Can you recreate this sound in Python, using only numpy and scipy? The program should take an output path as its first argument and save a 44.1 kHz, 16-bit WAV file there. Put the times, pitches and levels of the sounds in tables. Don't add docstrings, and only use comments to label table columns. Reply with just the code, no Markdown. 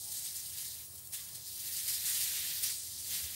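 import sys
import numpy as np
from scipy import signal
from scipy.fft import rfft, irfft, next_fast_len
from scipy.io import wavfile
from scipy.ndimage import uniform_filter1d, map_coordinates

SR = 44100
rng = np.random.default_rng(int(sys.argv[2]) if len(sys.argv) > 2 else 0)


def gain_from_decibels(decibels):
    exponent = np.asarray(decibels, float) / 20
    return 10 ** exponent


def wav_out(sig):
    wavfile.write(sys.argv[1], SR, np.round(np.clip(np.atleast_2d(sig).T, -1, 1) * 32767).astype(np.int16))


N = 147735

# [f/Hz, level/dB per Hz]
CREASE_SPECTRUM = [(1200, -55), (2500, -32), (3100, -14), (3800, -6), (5000, -4), (7000, -2.5), (9300, 0),
                   (15700, -5.5)]


def unit(x):
    return x / np.sqrt(np.mean(x ** 2) + 1e-20)


def along(points, hz):
    f, v = np.transpose(points)
    return np.interp(np.log(hz + 1), np.log(f + 1), v)


def wobble(rate):
    return map_coordinates(rng.standard_normal(400), [np.arange(N) * rate / SR])


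def swell(t, start, length):
    return np.sin(np.pi * np.clip((t - start) / length, 0, 1))


def filtered(x, response):
    m = next_fast_len(N + SR // 2)
    return irfft(rfft(x, m) * response(np.fft.rfftfreq(m, 1 / SR)), m)[..., :N]


def patchy(x, depth_db):
    z = signal.stft(x, nperseg=256)[2]
    field = uniform_filter1d(rng.standard_normal(z.shape), size=7, axis=0)
    field = uniform_filter1d(field, size=9, axis=1)
    return signal.istft(z * gain_from_decibels(depth_db * unit(field)), nperseg=256)[1][:N]


def hand_effort(stir_db):
    # [t/s, peak level/dB, rise/s, release/s]
    crunches = [(0.116, -24, 0.0079, 0.057), (.24, -22.5, 0.017, 0.019), (.35, -25.5, 0.0093, 0.042),
                (.455, -29.5, 0.0054, 0.02), (.565, -27.5, 0.022, 0.03), (.64, -28.5, 0.015, 0.0092),
                (.95, -31.5, 0.0037, 0.0058), (0.977, -32, .005, 0.01), (1.045, -42, .004, 0.0069),
                (1.072, -26, .001, 0.0019), (1.118, -20.5, 0.021, 0.027), (1.137, -22, 0.0094, 0.016),
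                (1.285, -26.5, 0.0042, 0.0056), (1.345, -28.5, .012, 0.0059), (1.462, -33, .004, .008),
                (1.474, -30.5, 0.011, 0.03), (1.59, -28, 0.011, 0.0098), (1.755, -26.5, 0.02, 0.035),
                (1.876, -19.5, .006, 0.033), (2.052, -19.5, 0.0066, .012), (2.07, -21.5, .012, 0.049),
                (2.2, -22.5, 0.013, 0.016), (2.23, -29, 0.0076, 0.017), (2.624, -19.5, 0.018, 0.055),
                (2.695, -25, 0.0052, .03), (3.05, -37, 0.023, 0.064), (3.115, -29.5, 0.031, 0.019),
                (3.312, -26.5, 0.09, 0.025)]
    crunch_db = -16
    t = np.arange(N) / SR
    power = gain_from_decibels(stir_db + 0.6 * wobble(11)) ** 2
    for at, db, rise, release in crunches:
        attack = np.sin(np.pi / 2 * np.clip((t - at) / rise, 0, 1)) ** 2
        decay = np.exp(-np.clip(t - at - rise, 0, None) / release)
        power = power + gain_from_decibels(db + crunch_db) ** 2 * attack * decay
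    return 10 * np.log10(power)


def buckles(spectrum, per_s):
    spread_db = 2
    rate = per_s / SR * gain_from_decibels(3 * wobble(60))
    struck = rng.random(N) < rate
    size = gain_from_decibels(spread_db * np.minimum(rng.exponential(size=N), 2))
    clicks = unit(struck * size * np.clip(rng.standard_normal(N), -2, 2))
    hiss = rng.standard_normal(N)
    return unit(filtered(patchy(clicks + hiss, depth_db=1.22), lambda hz: gain_from_decibels(along(spectrum, hz))))


def fine_creases(effort_db, middle_db, sheen_db):
    middle_hz, sheen_hz = 7100, 10200
    creases = gain_from_decibels(effort_db) * buckles(CREASE_SPECTRUM, per_s=8000)
    finest = filtered(creases, lambda hz: 1 / (1 + (sheen_hz / (hz + 1)) ** 8))
    middle = filtered(creases, lambda hz: 1 / (1 + (hz / middle_hz) ** 6))
    return creases + finest * (gain_from_decibels(sheen_db) - 1) + middle * (gain_from_decibels(middle_db) - 1)


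def broad_folds(effort_db, dull_db):
    # [f/Hz, level/dB per Hz]
    fold_spectrum = [(500, -18), (1100, -16.5), (1500, -10.5), (1900, -4), (2400, -3.5), (3100, 1),
                     (4000, -0.5), (6000, -29)]
    fold_db, growth = -17.5, 1.01
    mean_db = effort_db.mean()
    level_db = mean_db + fold_db + growth * (effort_db - mean_db) + dull_db
    return gain_from_decibels(level_db + wobble(8.83)) * buckles(fold_spectrum, per_s=3600)


def popping_creases():
    # [t/s, peak level/dB]
    snaps = [(.1216, -25), (.1954, -28), (.2604, -27), (.4584, -28), (.4634, -28), (.9814, -36),
             (1.202, -33), (1.3574, -31), (1.8806, -25), (2.8754, -26)]
    pops = np.zeros(N)
    for at, db in snaps:
        pops[round(at * SR)] = gain_from_decibels(db + 1)
    return filtered(pops, lambda hz: gain_from_decibels(along(CREASE_SPECTRUM, hz)))


def gloves():
    # [t/s, level/dB, broad folds/dB, middle creases/dB, finest creases/dB],
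    # the last three over the level
    hands = [(0, -43, -7, -2, -1), (.11, -40, -6.5, -3.5, -3.5), (.17, -39.5, -0.5, -1, -3),
             (.52, -45, -1, -1, 0.5), (.6, -44.5, 3, 2.5, 2), (.81, -48, 5, 2.5, 5),
             (.87, -47.5, -3, -5, -1), (1.11, -49, -4, -6, 1), (1.19, -44, 3.5, -4, -2.5),
             (1.43, -48.5, -0.5, 3, 2), (1.68, -43, 3, 2, 5), (1.82, -42.5, 6, 3.5, 4.5),
             (2.2, -34.5, 5.5, -0.5, 0.5), (2.58, -45, 13, 9, 10), (2.8, -39.5, -1.5, -3.5, -8),
             (3.03, -44, -4, 2, 1.5), (3.141, -38, 6, 2.5, 4), (3.3, -43.5, 7.5, 2, 3)]
    t = np.arange(N) / SR
    s, *columns = np.transpose(hands)
    stir_db, dull_db, middle_db, sheen_db = [np.interp(t, s, c) for c in columns]
    effort_db = hand_effort(stir_db)
    creases = fine_creases(effort_db, middle_db, sheen_db)
    return creases + popping_creases() + broad_folds(effort_db, dull_db)


def sleeves():
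    # [t/s, length/s, centre f/Hz, level/dB]
    swishes = [(-.05, 0.37, 730, -72), (1.1, 0.076, 750, -70.5), (.57, .16, 2000, -66),
               (.13, .3, 2100, -68), (1.13, .05, 2700, -62), (1.18, .14, 1600, -72), (2.05, .2, 800, -91),
               (2.6, 0.15, 450, -75), (3.014, .3, 590, -71.5), (1.406, 0.3, 75, -69),
               (3.21, 0.076, 81, -54.5)]
    t, noise = np.arange(N) / SR, rng.standard_normal(N)
    out = np.zeros(N)
    for start, length, centre, db in swishes:
        band = filtered(noise, lambda hz: np.exp(-(np.log((hz + 1) / centre) / 0.22) ** 2))
        out += gain_from_decibels(db) * swell(t, start, length) * unit(band)
    return out


def walls(x):
    # [f/Hz, time to fall 60 dB/s]
    reverb = [(500, 0.16), (4000, 0.21), (12000, 0.18)]
    step, delay = 4096, 150
    out = np.zeros(N + 2 * SR)
    for a in range(-step, N, step):
        start = max(a, 0)
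        hz, t, z = signal.stft(rng.standard_normal(SR // 4), SR, nperseg=256)
        fade = gain_from_decibels(-60 * t / along(reverb, hz)[:, None])
        tail = signal.istft(z * fade, SR, nperseg=256)[1]
        window = np.hanning(2 * step)[max(-a, 0):][:N - start if a >= 0 else N - a]
        part = x[start:a + 2 * step] * window[:N - start]
        echo = signal.fftconvolve(part, tail / np.linalg.norm(tail))
        out[start + delay:][:len(echo)] += echo
    return out[:N]


def far_motor():
    # [f/Hz, level/dB]
    harmonics = [(80.5, -67), (160.5, -77.5), (241, -77), (320, -82.5), (399, -83), (474, -86.5)]
    waver_db, swell_db = 2.5, 8
    t = np.arange(N) / SR
    drift = np.cumsum(1 + 0.0028 * wobble(2.68)) / SR
    hum = np.zeros(N)
    for hz, db in harmonics:
        hum += gain_from_decibels(db + waver_db * wobble(3.88)) * np.sin(2 * np.pi * hz * drift)
    return hum * gain_from_decibels(swell_db * (t / t[-1] - 1.0))


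def far_squeaks():
    # [t/s, length/s, f/Hz, level/dB]
    squeaks = [
        (.035, .115, 851, -70),
        (1.185, .055, 1135, -71),
        (1.3, .06, 1110, -73),
    ]
    t = np.arange(N) / SR
    out = np.zeros(N)
    for start, length, hz, db in squeaks:
        level = gain_from_decibels(db) * swell(t, start, length) * gain_from_decibels(wobble(41.4))
        out += level * np.sin(2 * np.pi * hz * t + 0.57 * wobble(37))
    return out


def camera_whine():
    phase = 2 * np.pi * np.cumsum(15661 + 3 * wobble(6.6)) / SR
    return gain_from_decibels(-61 + 1.5 * wobble(8.7)) * np.sin(phase)


def room_rumble():
    # [f/Hz, level/dB per Hz]
    air_spectrum = [(25, -17), (50, -12.5), (100, 1.5), (150, -5), (210, -15), (500, -17), (1100, -19.5),
                    (3000, -37.5)]
    air = filtered(rng.standard_normal(N), lambda hz: gain_from_decibels(along(air_spectrum, hz)))
    return unit(air) * gain_from_decibels(-63.5 + wobble(8.15))


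def background():
    tones = far_motor() + far_squeaks() + camera_whine()
    return room_rumble() + np.sqrt(2) * tones


def housing(hz):
    # [f/Hz, width/Hz, gain/dB]
    resonances = [(1820, 330, 2.5), (4640, 760, 2), (8900, 330, 2), (10440, 450, -3.5), (12070, 730, 1)]
    return gain_from_decibels(sum(db * np.exp(-((hz - c) / w) ** 2) for c, w, db in resonances))


def port_difference(hz):
    # [f/Hz, width/Hz, level/dB]
    uneven = [(1890, 660, -9.5), (9500, 470, -7)]
    total = 0
    for k, (c, w, db) in enumerate(uneven):
        band = 1j * hz * w / (c * c - hz * hz + 1j * hz * w)
        total = total + (-1) ** k * gain_from_decibels(db) * band ** 2
    return total


def scene():
    room_db, scatter_db = -10, -6
    stray_db = -32.5
    film = gloves()
    back = background() + sleeves()
    mid = filtered(film + gain_from_decibels(room_db) * walls(film), housing) + back
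    scattered = filtered(walls(film + back), housing)
    side = filtered(mid + gain_from_decibels(scatter_db) * scattered, port_difference)
    side = side + gain_from_decibels(stray_db) * patchy(scattered, depth_db=5.5)
    return np.array([mid + side, mid - side])


def roll_off(x):
    return signal.sosfilt(signal.butter(12, 17110, fs=SR, output="sos"), x)


def record(dry):
    mix = filtered(dry, lambda hz: hz < 15730)
    return roll_off(mix)


dry = scene()
out = record(dry)
wav_out(out)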